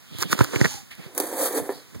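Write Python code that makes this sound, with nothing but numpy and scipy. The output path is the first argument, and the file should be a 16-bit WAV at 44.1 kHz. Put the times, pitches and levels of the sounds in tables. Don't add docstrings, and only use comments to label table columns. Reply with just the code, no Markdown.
import sys
import numpy as np
from scipy import signal
from scipy.fft import rfft, irfft, next_fast_len
from scipy.io import wavfile
from scipy.ndimage import map_coordinates

SR = 44100
rng = np.random.default_rng(int(sys.argv[2]) if len(sys.argv) > 2 else 0)


def inscribe(sig):
    pcm = np.round(np.clip(np.atleast_2d(sig).T, -1, 1) * 32767)
    wavfile.write(sys.argv[1], SR, pcm.astype(np.int16))


N = 88200

# f/Hz, level/dB
SURFACE_SPECTRUM = [(80, -62), (250, -16.5), (1500, -11), (3000, -19.5), (4500, -16.5), (7000, -12.5),
                    (10100, -7.5), (13200, -9), (14900, -14), (15800, -12)]


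def thumps():
    # t/s, peak/dB, pitch/Hz
    pushes = [(0.149, -29, 109), (0.189, -27, 103), (0.3, -26.5, 137), (.331, -13, 210), (0.351, -24, 210),
              (0.392, -17, 111), (0.41, -3, 121), (.561, -15, 117), (0.6137, -4.5, 131.6),
              (0.649, -11, 168), (.659, -21.5, 112), (.745, -31, 114), (1.062, -30, 146), (1.948, -34, 93),
              (1.961, -29, 94)]
    # f/pitch, level/dB
    shape = [(.17, -61.5), (.5, -6.5), (1, 8.5), (1.7, -4), (3.3, -7.5), (12, -44), (40, -95)]
    return sum(struck([(s, db)], colour([(ratio * hz, level) for ratio, level in shape]))
               for s, db, hz in pushes)


def clacks():
    # t/s, ring/dB, ring/Hz, crack/dB
    contacts = [(0.2257, -15.5, 1214, -6), (0.2324, -14, 1520, -18.5), (.329, -4.5, 1478, -11),
                (0.391, -13.5, 1340, -21), (0.4076, -5.5, 1044, -28), (0.4109, -8, 1510, -40),
                (0.4453, -19.5, 1400, -18.5), (.5592, -14.5, 2130, -37), (0.562, -19.5, 2430, -30.5),
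                (0.6131, -9, 1880, -18.5), (0.644, -12.5, 1890, -30), (0.6472, -10, 1840, -15),
                (0.6558, -10.5, 1900, -18.5), (0.6605, -13, 1690, -30)]
    # f/ring, level/dB, t60/s
    modes = [(0.302, -11, 0.0099), (1, 3, .011)]
    # f/Hz, level/dB
    spectrum = [(300, -4.5), (2000, -9), (5000, 10), (7800, -1), (9500, -11), (15000, -55)]
    out = struck([(s, db - 2) for s, _, _, db in contacts], colour(spectrum))
    crack = noise(spectrum)
    chatter_rad = 0.7 * wobble(1500)
    for s, ring_db, hz, crack_db in contacts:
        out += amp(crack_db) * crack * decay(s, t60_s=0.0067)
        phase = 2 * np.pi * hz * since(s) + chatter_rad
        for ratio, mode_db, t60_s in modes:
            out += amp(ring_db + mode_db) * np.sin(ratio * phase) * decay(s, t60_s)
    return out


def scuffs():
    # peak t/s, level/dB, 30 dB rise/s, 30 dB fall/s, tilt/(dB/octave)
    skids = [(0.224, -22.5, 0.063, 0.037, 3), (0.328, -20, 0.056, 0.039, 2.5),
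             (0.411, -23.5, 0.11, 0.13, 0.5), (0.534, -17.5, 0.0042, 0.079, -4),
             (0.565, -25.5, 0.15, 0.028, -0.5), (0.613, -17.5, 0.043, 0.031, -2),
             (0.653, -18, 0.042, 0.041, -1.5), (1.948, -36, 0.0068, 0.04, 0)]
    # f/Hz, level/dB
    spectrum = [(100, -15), (300, 16), (800, 0.5), (1600, 4), (2800, -3.5), (5000, -5.5), (9000, -8.5),
                (15500, -15)]
    out = np.zeros(N)
    for s, db, rise_s, fall_s, tilt in skids:
        t = since(s)
        swell = amp(db - 30 * np.maximum(-t / rise_s, t / fall_s))
        tilted = colour([(hz, level + tilt * np.log2(hz)) for hz, level in spectrum])
        out += swell * friction(tilted, slips_per_s=18000, clump_db=1, clump_hz=430)
    return out


def snaps():
    # t/s, level/dB
    events = [(1.1493, -28), (1.1785, -10), (1.2005, -13), (1.2008, -17.5)]
    thin = unit(filtered(rng.standard_normal(N), lambda hz: resonance(hz, 10100, width_hz=3800)))
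    tail = amp(-9) * noise(SURFACE_SPECTRUM)
    return sum(amp(db) * (thin * decay(s, t60_s=0.008) + tail * decay(s, t60_s=0.052))
               for s, db in events)


def rub():
    # peak t/s, body/dB, hiss/dB, rise/s, fall/s, wall ring/Hz
    pushes = [(1.11, -46, -62, 0.097, 0.043, 372), (1.208, -28, -31, 0.043, 0.1, 350),
              (1.333, -27.5, -39, 0.028, 0.037, 367), (1.421, -24.5, -24.5, 0.053, 0.024, 514.5),
              (1.455, -24.5, -22, 0.025, 0.032, 500), (1.556, -27, -32.5, 0.089, 0.027, 376),
              (1.583, -22, -29.5, 0.028, 0.021, 450), (1.62, -34.5, -40, 0.067, 0.14, 393),
              (1.698, -28.5, -55, 0.0048, 0.033, 430)]
    body, hiss_level = np.zeros((2, N))
    for s, body_db, hiss_db, rise_s, fall_s, wall_hz in pushes:
        swell = stroke(s, rise_s, fall_s)
        slips = friction(lambda hz: casing(hz, wall_hz), slips_per_s=6800, clump_db=-0.5, clump_hz=120)
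        body += amp(body_db) * swell * slips
        hiss_level += amp(hiss_db) * swell
    hiss = friction(colour(SURFACE_SPECTRUM), slips_per_s=12000, clump_db=1.5, clump_hz=290)
    dense_modes = rng.standard_normal(N) * decay(0, t60_s=0.054)
    ring = signal.fftconvolve(hiss, dense_modes / np.linalg.norm(dense_modes))[:N]
    return body, hiss_level * unit(hiss + amp(7.5) * ring)


def knocks():
    # t/s, peak/dB
    blows = [(1.179, -23.5), (1.201, -17), (1.6925, -14)]
    lowpass_hz = 1320
    return struck(blows, lambda hz: casing(hz, wall_hz=388) / (1 + 1j * hz / lowpass_hz))


def casing(hz, wall_hz):
    # f/Hz, width/Hz, level/dB
    modes = [(305, 35, 6), (475, 38, 5), (677, 61, -9), (1670, 220, -12.5)]
    highpass_hz, lowpass_hz = 222, 2680
    body = sum(amp(db) * resonance(hz, centre_hz, width_hz) for centre_hz, width_hz, db in modes)
    wall = amp(9) * resonance(hz, wall_hz, width_hz=37.4)
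    s = 1j * hz / highpass_hz
    highpass = s * s / (s * s + s + 1)
    return (body + wall) * highpass ** 2 / (1 + 1j * hz / lowpass_hz) ** 2


def ticks():
    # t/s, level/dB
    clicks = [(0.186, -17.5), (0.205, -19), (.3913, -16), (0.441, -13), (0.4447, -17.5), (0.9519, -31.5)]
    return rng.standard_normal(N) * sum(amp(db) * decay(s, t60_s=0.003) for s, db in clicks)


def paper():
    # peak t/s, level/dB, rise/s, fall/s, resonance/Hz
    strokes = [(.2, -42, 0.093, 0.3, 3280), (0.699, -33.5, 0.18, 0.09, 6540),
               (0.913, -39.5, 0.0066, 0.03, 2150), (1.04, -45, 0.065, 0.045, 1970),
               (1.755, -47.5, 0.038, 0.065, 4570)]
    # f/Hz, level/dB
    spectrum = [(150, 10), (450, -2), (4400, 1.5), (7000, -8), (10000, -3.5), (15500, -9.5)]
    out = np.zeros((2, N))
    for s, db, rise_s, fall_s, centre_hz in strokes:
        sheet = lambda hz: colour(spectrum)(hz) * (1 + amp(11) * resonance(hz, centre_hz, width_hz=1170))
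        rustle = [friction(sheet, slips_per_s=13000, clump_db=1, clump_hz=300) for _ in range(2)]
        out += amp(db) * stroke(s, rise_s, fall_s) * np.array(rustle)
    return out * amp([[-4], [0]])


def scrape():
    peak_s, centre_hz, width_hz, sag_oct_per_s = 0.73, 859, 110, 1.6
    hz = centre_hz * 2 ** (-sag_oct_per_s * since(peak_s))
    phase = 2 * np.pi * np.cumsum(hz) / SR
    band = wobble(width_hz) * np.cos(phase) + wobble(width_hz) * np.sin(phase)
    return amp(-43) * stroke(peak_s, rise_s=0.03, fall_s=0.07) * unit(band)


def grip():
    # f/Hz, level/dB
    spectrum = [(20, -37), (60, -9), (180, 0.5), (600, -19), (4000, -60)]
    rest_db, shift_db = -47.5, -46
    level = amp(rest_db) + amp(shift_db) * stroke(0.31, rise_s=0.23, fall_s=0.2)
    return level * friction(colour(spectrum), slips_per_s=2500, clump_db=10, clump_hz=28)


def room():
    # f/Hz, level/dB
    spectrum = [(30, 0), (130, 19.5), (450, 3.5), (1800, 5.5), (16000, -4.5)]
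    return amp(-51.5) * np.array([noise(spectrum), noise(spectrum)])


def friction(response, slips_per_s, clump_db, clump_hz):
    slips = (rng.random(N) < slips_per_s / SR) * rng.standard_normal(N)
    return unit(filtered(slips * amp(clump_db * wobble(clump_hz)), response))


def struck(rows, response):
    ring = filtered(signal.unit_impulse(N), response)
    s, db = np.transpose(rows)
    blows = np.bincount(np.round(s * SR).astype(int), amp(db), N)
    return signal.fftconvolve(blows, ring / np.abs(ring).max())[:N]


def resonance(hz, centre_hz, width_hz):
    return 1j * hz * width_hz / (centre_hz ** 2 - hz * hz + 1j * hz * width_hz)


def colour(points):
    def response(hz):
        f, db = np.transpose(points)
        log_gain = np.log(amp(np.interp(np.log(hz + 1), np.log(f + 1), db)))
        cepstrum = irfft(log_gain)
        cepstrum[1:len(cepstrum) // 2] *= 2
        cepstrum[len(cepstrum) // 2 + 1:] = 0
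        return np.exp(rfft(cepstrum))
    return response


def filtered(x, response):
    size = 2 * next_fast_len(N // 2 + 4096)
    return irfft(rfft(x, size) * response(np.fft.rfftfreq(size, 1 / SR)), size)[..., :N]


def noise(spectrum):
    return unit(filtered(rng.standard_normal(N), colour(spectrum)))


def wobble(knots_per_s):
    return map_coordinates(rng.standard_normal(8 * 1024), [np.arange(N) * knots_per_s / SR], mode="wrap")


def stroke(peak_s, rise_s, fall_s):
    t = since(peak_s)
    return np.exp(-np.maximum(-t / rise_s, t / fall_s) ** 2)


def decay(start_s, t60_s):
    t = since(start_s)
    return (t >= 0) * amp(-60 * np.abs(t) / t60_s)


def since(s):
    return np.arange(N) / SR - s


def amp(db):
    return 10 ** (np.asarray(db) / 20)


def unit(x):
    return x / np.sqrt(np.mean(x ** 2) + 1e-20)


def scene():
    background = room()
    fingers = thumps() + clacks() + ticks() + scuffs() + scrape() + grip()
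    body, hiss = rub()
    hollow = body + knocks()
    left = hollow + hiss + snaps()
    right = amp(-2) * hollow + fingers
    return np.array([left, right]) + paper() + background


def record(dry):
    cross_gain, delay_s, left_db, top_hz = 0.91, 16 / SR, -2.5, 15850
    late_other = filtered(dry[::-1], lambda hz: np.exp(-2j * np.pi * hz * delay_s))
    wide = (dry - cross_gain * late_other) * amp([[left_db], [0]])
    return filtered(np.clip(wide, -1, 1), lambda hz: hz < top_hz)


dry = scene()
out = record(dry)
inscribe(out)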